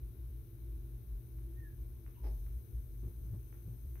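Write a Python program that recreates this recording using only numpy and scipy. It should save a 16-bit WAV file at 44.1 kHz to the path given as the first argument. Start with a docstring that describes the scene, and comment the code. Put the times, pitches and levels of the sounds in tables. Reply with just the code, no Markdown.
"""A quiet room with a lit terrarium. Ventilation noise excites the room's resonances, with a wavering
drone and a deep rumble. The mains hum at even harmonics, and a lamp on the left sizzles and whines,
its amplitude modulated at the mains frequency. Over this come a few soft handling bumps, one dull
scuff just after two faint rings, and on the right some small ticks and one faint falling squeak."""
import sys
import numpy as np
from scipy import signal
from scipy.fft import rfft, irfft
from scipy.io import wavfile
from scipy.ndimage import uniform_filter1d

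SR = 44100
rng = np.random.default_rng(int(sys.argv[2]) if len(sys.argv) > 2 else 0)


def master(y):
    """Save y as 16-bit WAV."""
    cut = np.clip(np.atleast_2d(y).T, -1, 1)
    pcm = np.round(cut * 32767)  # scale
    wavfile.write(sys.argv[1], SR, pcm.astype(np.int16))


N = 176400
TIME, HZ = np.arange(N) / SR, np.maximum(np.arange(N // 2 + 1) * SR / N, 1)
MAINS_HZ = 59.985
BASS_PAN_DB = 1.3  # every pan is the left level minus the right

# Ventilation noise. Each row: frequency in Hz, relative spectral density in dB.
AIR_SPECTRUM = [(40, -4.5), (90, 3), (125, 4.5), (160, -2.5), (220, -7), (290, -7.5), (380, -5), (470, -12),
                (560, -20), (750, -23.5), (1200, -27), (1450, -24.5), (1900, -29.5), (2300, -27),
                (3000, -33)]
# Room resonances. Each row: frequency in Hz, bandwidth in Hz, level in dB, pan in dB.
ROOM_MODES = [(68.2, 7.7, -58, -1.5), (100, 6.5, -64, 0.5), (109.9, 12, -61.5, 1), (603, 13, -90, -2),
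              (885, 6.8, -102, -2), (1068, 24, -95.5, 13)]
# Envelope of the drone. Each row: time in seconds, level in dB.
DRONE_LEVEL = [(0, -66), (.45, -71.5), (.7, -61), (1.1, -75), (1.5, -63), (2.0, -69.5), (2.5, -71),
               (3.0, -70.5), (4, -68)]
# Envelope of the rumble. Each row: time in seconds, relative level in dB.
RUMBLE_LEVEL = [(0.0, -69), (0.03, -42), (0.11, -48.5), (0.14, -59), (0.19, -45), (0.36, -45),
                (0.49, -56.5), (0.71, -42.5), (0.91, -50), (0.97, -41), (1.0, -59), (1.16, -38),
                (1.27, -69.5), (1.34, -45), (1.68, -46.5), (1.71, -52), (1.83, -41.5), (2.03, -56.5),
                (2.09, -41.5), (2.16, -70), (2.25, -37), (2.52, -44), (2.57, -38.5), (2.68, -75),
                (2.74, -38.5), (2.8, -40.5), (2.84, -51), (3.07, -41), (3.11, -53.5), (3.2, -44),
                (3.5, -52.5), (3.83, -47.5), (3.85, -44), (4.0, -47)]
# Mains hum. 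Each row: harmonic number, level in dB, pan in dB.
HUM_HARMONICS = [(2, -55.5, 2.5), (4, -75, -10)]
# Lamp sizzle. Each row: frequency in Hz, relative spectral density in dB.
SIZZLE_SPECTRUM = [(2000, -32.5), (3200, -7), (5000, -10.5), (5800, -6.5), (6700, -9.5), (7150, -23),
                   (7600, -27), (8200, -10.5), (9300, -3.5), (11500, 1.5), (14000, 7), (15600, -2.5)]
# Direction of the sizzle. Each row: frequency in Hz, pan in dB.
SIZZLE_PAN = [(3000, 4.5), (6000, 18), (8500, 21.5), (11000, 14.5), (15000, 14)]
# Slow drift of the lamp's level. Each row: time in seconds, gain in dB.
LAMP_DRIFT = [(0, 0.5), (2.2, 0.5), (2.33, 4), (2.7, 1.4), (4, 2.3)]
# Lamp whines. Each row: frequency in Hz, bandwidth in Hz, base level in dB, modulation depth
# from 0 to 1, growth in dB per second.
LAMP_WHINES = [(3854, 380, -91, .1, -1), (6195, 51, -97, .6, 2), (8470, 210, -93.5, 0.13, 1.5),
               (10176, 470, -83, 0.9, 0), (11240, 140, -89.5, 0.1, 0.5), (11880, 180, -82.5, 0.1, 0),
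               (12730, 100, -85, 0, -0.5), (13500, 180, -84.5, .3, 1.5), (14580, 100, -82, 0.9, 0.4),
               (16400, 130, -81, 0.5, -2)]
# Handling bumps. Each row: peak time in seconds, boom and body levels in dB, attack and decay in seconds.
BUMPS = [(3.034, -53, -56, 0.0099, 0.063), (3.077, -46, -70, 0.026, .025), (3.28, -47.5, -67, 0.06, 0.057),
         (3.343, -39.5, -58, 0.019, 0.028), (3.679, -43, -68, 0.029, 0.056)]
# Dull body of a bump. Each row: frequency in Hz, relative spectral density in dB.
BUMP_SPECTRUM = [(60, -9.5), (150, -4.5), (320, 1.5), (480, -10), (700, -25), (1100, -24.5), (3000, -46)]
# Friction noise. Each row: frequency in Hz, relative spectral density in dB.
SCUFF_SPECTRUM = [(100, -6), (200, -4), (350, 2.5), (600, -8), (900, -5), (1300, -19.5), (2300, -19),
                  (3500, -28.5), (5600, -21.5), (7200, -52), (12000, -55)]
# Hollow resonances of the scuff. 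Each row: frequency in Hz, bandwidth in Hz, level in dB.
SCUFF_MODES = [(348, 61, -60), (600, 110, -64.5), (834, 59, -71)]
# Small contacts. Each row: start in seconds, peak level before panning in dB, pan in dB.
TICKS = [(1.386, -62.5, -15), (2.064, -55, -24), (2.465, -58.5, -15), (3.527, -55, -21),
         (3.956, -54.5, -19)]
# Glide of the squeak. Each row: time in seconds, pitch in Hz, level in dB.
SQUEAK_GLIDE = [(1.55, 1830, -92), (1.585, 1853, -71), (1.625, 1807, -73.5), (1.67, 1702, -69),
                (1.705, 1610, -86), (1.75, 1640, -100)]
# Brief rings. Each row: peak time in seconds, frequency in Hz, level in dB.
RINGS = [(2.165, 2860, -79), (2.187, 960, -70.5)]
# Coherence of the room's sound field. Each row: frequency in Hz, left-right correlation from 0 to 1.
COHERENCE = [(50, 1), (130, 0.61), (330, 0.91), (600, 0.24), (1200, 0), (5000, 0)]


def ventilation():
    """Forced resonance: broadband air noise drives the room modes, over a drone and a throbbing rumble."""
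    octaves_above_table = np.log2(np.maximum(HZ / AIR_SPECTRUM[-1][0], 1))
    spectrum_db = by_hz(AIR_SPECTRUM) - 9.5 * octaves_above_table
    air = from_db(-61.5) * room_noise(from_db(spectrum_db))
    modes = sum(from_db(db) * pan(pan_db) * room_noise(resonance(hz, width))
                for hz, width, db, pan_db in ROOM_MODES)
    drone = from_db(in_time(DRONE_LEVEL)[0]) * narrowband(hz=335.7, width_hz=18, evenness=0.48)
    rumble = from_db(in_time(RUMBLE_LEVEL)[0] + 1) * narrowband(hz=54.3, width_hz=10.6, evenness=0.92)
    return air + modes + pan(db=-4.5) * drone + pan(BASS_PAN_DB) * rumble


def mains_hum():
    """Harmonic vibration: steady sinusoids at even multiples of the mains frequency."""
    hum = 0
    for harmonic, db, pan_db in HUM_HARMONICS:
        phase = 2 * np.pi * (harmonic * MAINS_HZ * TIME + rng.random())
        hum += from_db(db) * pan(pan_db) * np.sqrt(2) * np.sin(phase)
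    return hum


def lamp_sizzle(repeating_share=0.12, flare_db=2.3):
    """Cyclostationary noise: the same flares, and a share of the waveform, recur every mains cycle."""
    period = round(SR / MAINS_HZ)
    cycle_index = (TIME * MAINS_HZ % 1 * period).astype(int)
    flare = unit_rms(uniform_filter1d(rng.standard_normal(period), size=30, mode="wrap"))[cycle_index]
    repeating = np.sqrt(repeating_share) * rng.standard_normal(period)[cycle_index]
    fresh = np.sqrt(1 - repeating_share) * rng.standard_normal((2, N))
    sparks = (repeating + fresh) * from_db(flare_db * flare)
    sizzle = irfft(rfft(sparks) * from_db(by_hz(SIZZLE_SPECTRUM)) * pan(by_hz(SIZZLE_PAN)), N)
    return from_db(-70 + in_time(LAMP_DRIFT)[0]) * unit_rms(sizzle)


def lamp_whines():
    """Amplitude modulation: neighbouring thin whines swell on opposite halves of the mains cycle."""
    mains = np.sin(2 * np.pi * MAINS_HZ * TIME)
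    whines = 0
    for k, (hz, width, db, depth, growth) in enumerate(LAMP_WHINES):
        swell = unit_rms(1 + (-1) ** k * depth * mains)
        whines += from_db(db + growth * TIME) * swell * narrowband(hz, width, evenness=0.24)
    return from_db(0.96 * in_time(LAMP_DRIFT)[0]) * pan(db=21.5) * whines


def handling_bumps():
    """Soft impact: a slow contact puts its energy at low frequencies, as a boom with a dull body."""
    boom = narrowband(hz=104.7, width_hz=22.3, evenness=0.82)
    body = room_noise(from_db(by_hz(BUMP_SPECTRUM)))
    bumps = sum(envelope(peak_s, attack, decay) * (from_db(boom_db) * boom + from_db(body_db) * body)
                for peak_s, boom_db, body_db, attack, decay in BUMPS)
    return pan(BASS_PAN_DB) * bumps


def scuff():
    """Sliding friction: one short rub makes dull noise and excites hollow resonances."""
    rub = from_db(-56.5) * room_noise(from_db(by_hz(SCUFF_SPECTRUM)))
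    hollow = sum(from_db(db) * narrowband(hz, width, evenness=0.6) for hz, width, db in SCUFF_MODES)
    return envelope(peak_s=2.247, attack_s=0.011, decay_s=0.045, hold_s=0.027) * (rub + hollow)


def ticks(low_hz=488, high_hz=2380, reverb_db=3):
    """Impulse excitation: each tiny contact is a band-limited click with a more diffuse room tail."""
    band = np.vstack([signal.butter(2, low_hz, "high", fs=SR, output="sos"),
                      signal.butter(6, high_hz, fs=SR, output="sos")])
    out = 0
    for start_s, db, pan_db in TICKS:
        tick = signal.sosfilt(band, signal.unit_impulse(N, int(start_s * SR)) + 1e-18)
        tick = from_db(db) * tick / np.abs(tick).max()
        out += pan(pan_db) * tick + from_db(reverb_db) * pan(0.4 * pan_db) * reverberation(tick)
    return out


def squeak():
    """Frequency modulation: a thin tone wavers at random as it falls, smeared by reverberation."""
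    hz, db = in_time(SQUEAK_GLIDE)
    waver = 1 + 0.012 * unit_rms(uniform_filter1d(rng.standard_normal(N), size=200))
    phase = 2 * np.pi * np.cumsum(hz * waver) / SR
    sounding = (TIME > SQUEAK_GLIDE[0][0]) & (TIME < SQUEAK_GLIDE[-1][0])
    tone = np.sqrt(2) * from_db(db) * np.sin(phase) * sounding
    return pan(db=-18) * tone + from_db(-0.5) * reverberation(tone)


def rings():
    """Damped resonance: two faint bands of noise, narrow enough to have pitch, die away quickly."""
    out = 0
    for peak_s, hz, db in RINGS:
        ring = room_noise(resonance(hz, width_hz=0.089 * hz))
        out += from_db(db) * envelope(peak_s, attack_s=0.018, decay_s=0.041) * ring
    return out


def reverberation(x, decay_s=0.045, delay_s=0.008):
    """Diffuse reflection: convolution with a delayed, exponentially decaying stereo noise."""
    t = TIME[:SR // 2]
    tail = rng.standard_normal((2, len(t))) * np.exp(-t / decay_s) * (t > delay_s)
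    return signal.fftconvolve(x[None], tail / np.sqrt(np.sum(tail[0] ** 2)), axes=1)[:, :N]


def room_noise(gain):
    """Spatial coherence: coloured noise whose long waves alone are alike on both sides."""
    mid, side = rfft(rng.standard_normal((2, N)))
    coherence = by_hz(COHERENCE)
    spectrum = np.sqrt(1 + coherence) * mid + np.sqrt(1 - coherence) * side * [[1], [-1]]
    return unit_rms(irfft(gain * spectrum, N))


def narrowband(hz, width_hz, evenness):
    """Beating: a narrow band of noise is a throbbing tone; evenness, 0 to 1, compresses its swells."""
    analytic = signal.hilbert(irfft(rfft(rng.standard_normal(N)) * resonance(hz, width_hz), N))
    amplitude = unit_rms(np.abs(analytic))
    return unit_rms(analytic.real / (amplitude ** 2 + 0.1) ** (evenness / 2))


def resonance(hz, width_hz):
    """Frequency response of a steep-sided resonance."""
    return 1 / (1 + ((HZ ** 2 - hz ** 2) / (HZ * width_hz * 1.39)) ** 2)


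def envelope(peak_s, attack_s, decay_s, hold_s=0):
    """Gaussian rise, hold and exponential decay."""
    age = TIME - peak_s
    return np.exp(-(np.minimum(age, 0) / attack_s) ** 2 - np.maximum(age - hold_s, 0) / decay_s)


def pan(db):
    """Level difference: left and right gains with a mean of one."""
    gains = from_db(np.array([[0.5], [-0.5]]) * db)
    return gains / gains.mean(axis=0)


def in_time(rows):
    """Linear interpolation of each value column at every sample."""
    seconds, *columns = np.transpose(rows)
    return [np.interp(TIME, seconds, column) for column in columns]


def by_hz(rows):
    """Interpolation on a logarithmic frequency axis."""
    hz, value = np.transpose(rows)
    return np.interp(np.log(HZ), np.log(hz), value)


def from_db(db):
    """Decibels to amplitude ratio."""
    return 10 ** (np.asarray(db) / 20)


def unit_rms(x):
    """Normalisation to unit power."""
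    return x / np.sqrt(np.mean(x ** 2) + 1e-30)


def scene():
    """Superposition: the steady sources and the small events add."""
    steady = ventilation() + mains_hum() + lamp_sizzle() + lamp_whines()
    return steady + handling_bumps() + scuff() + ticks() + squeak() + rings()


def record(dry, low_hz=40, high_hz=15700):
    """Band limiting: steep filters remove the deepest bass and the highest treble."""
    thinned = irfft(rfft(dry) / np.sqrt(1 + (low_hz / HZ) ** 16), N)
    return signal.sosfilt(signal.ellip(12, 0.1, 80, high_hz, fs=SR, output="sos"), thinned)


dry = scene()
out = record(dry)
master(out)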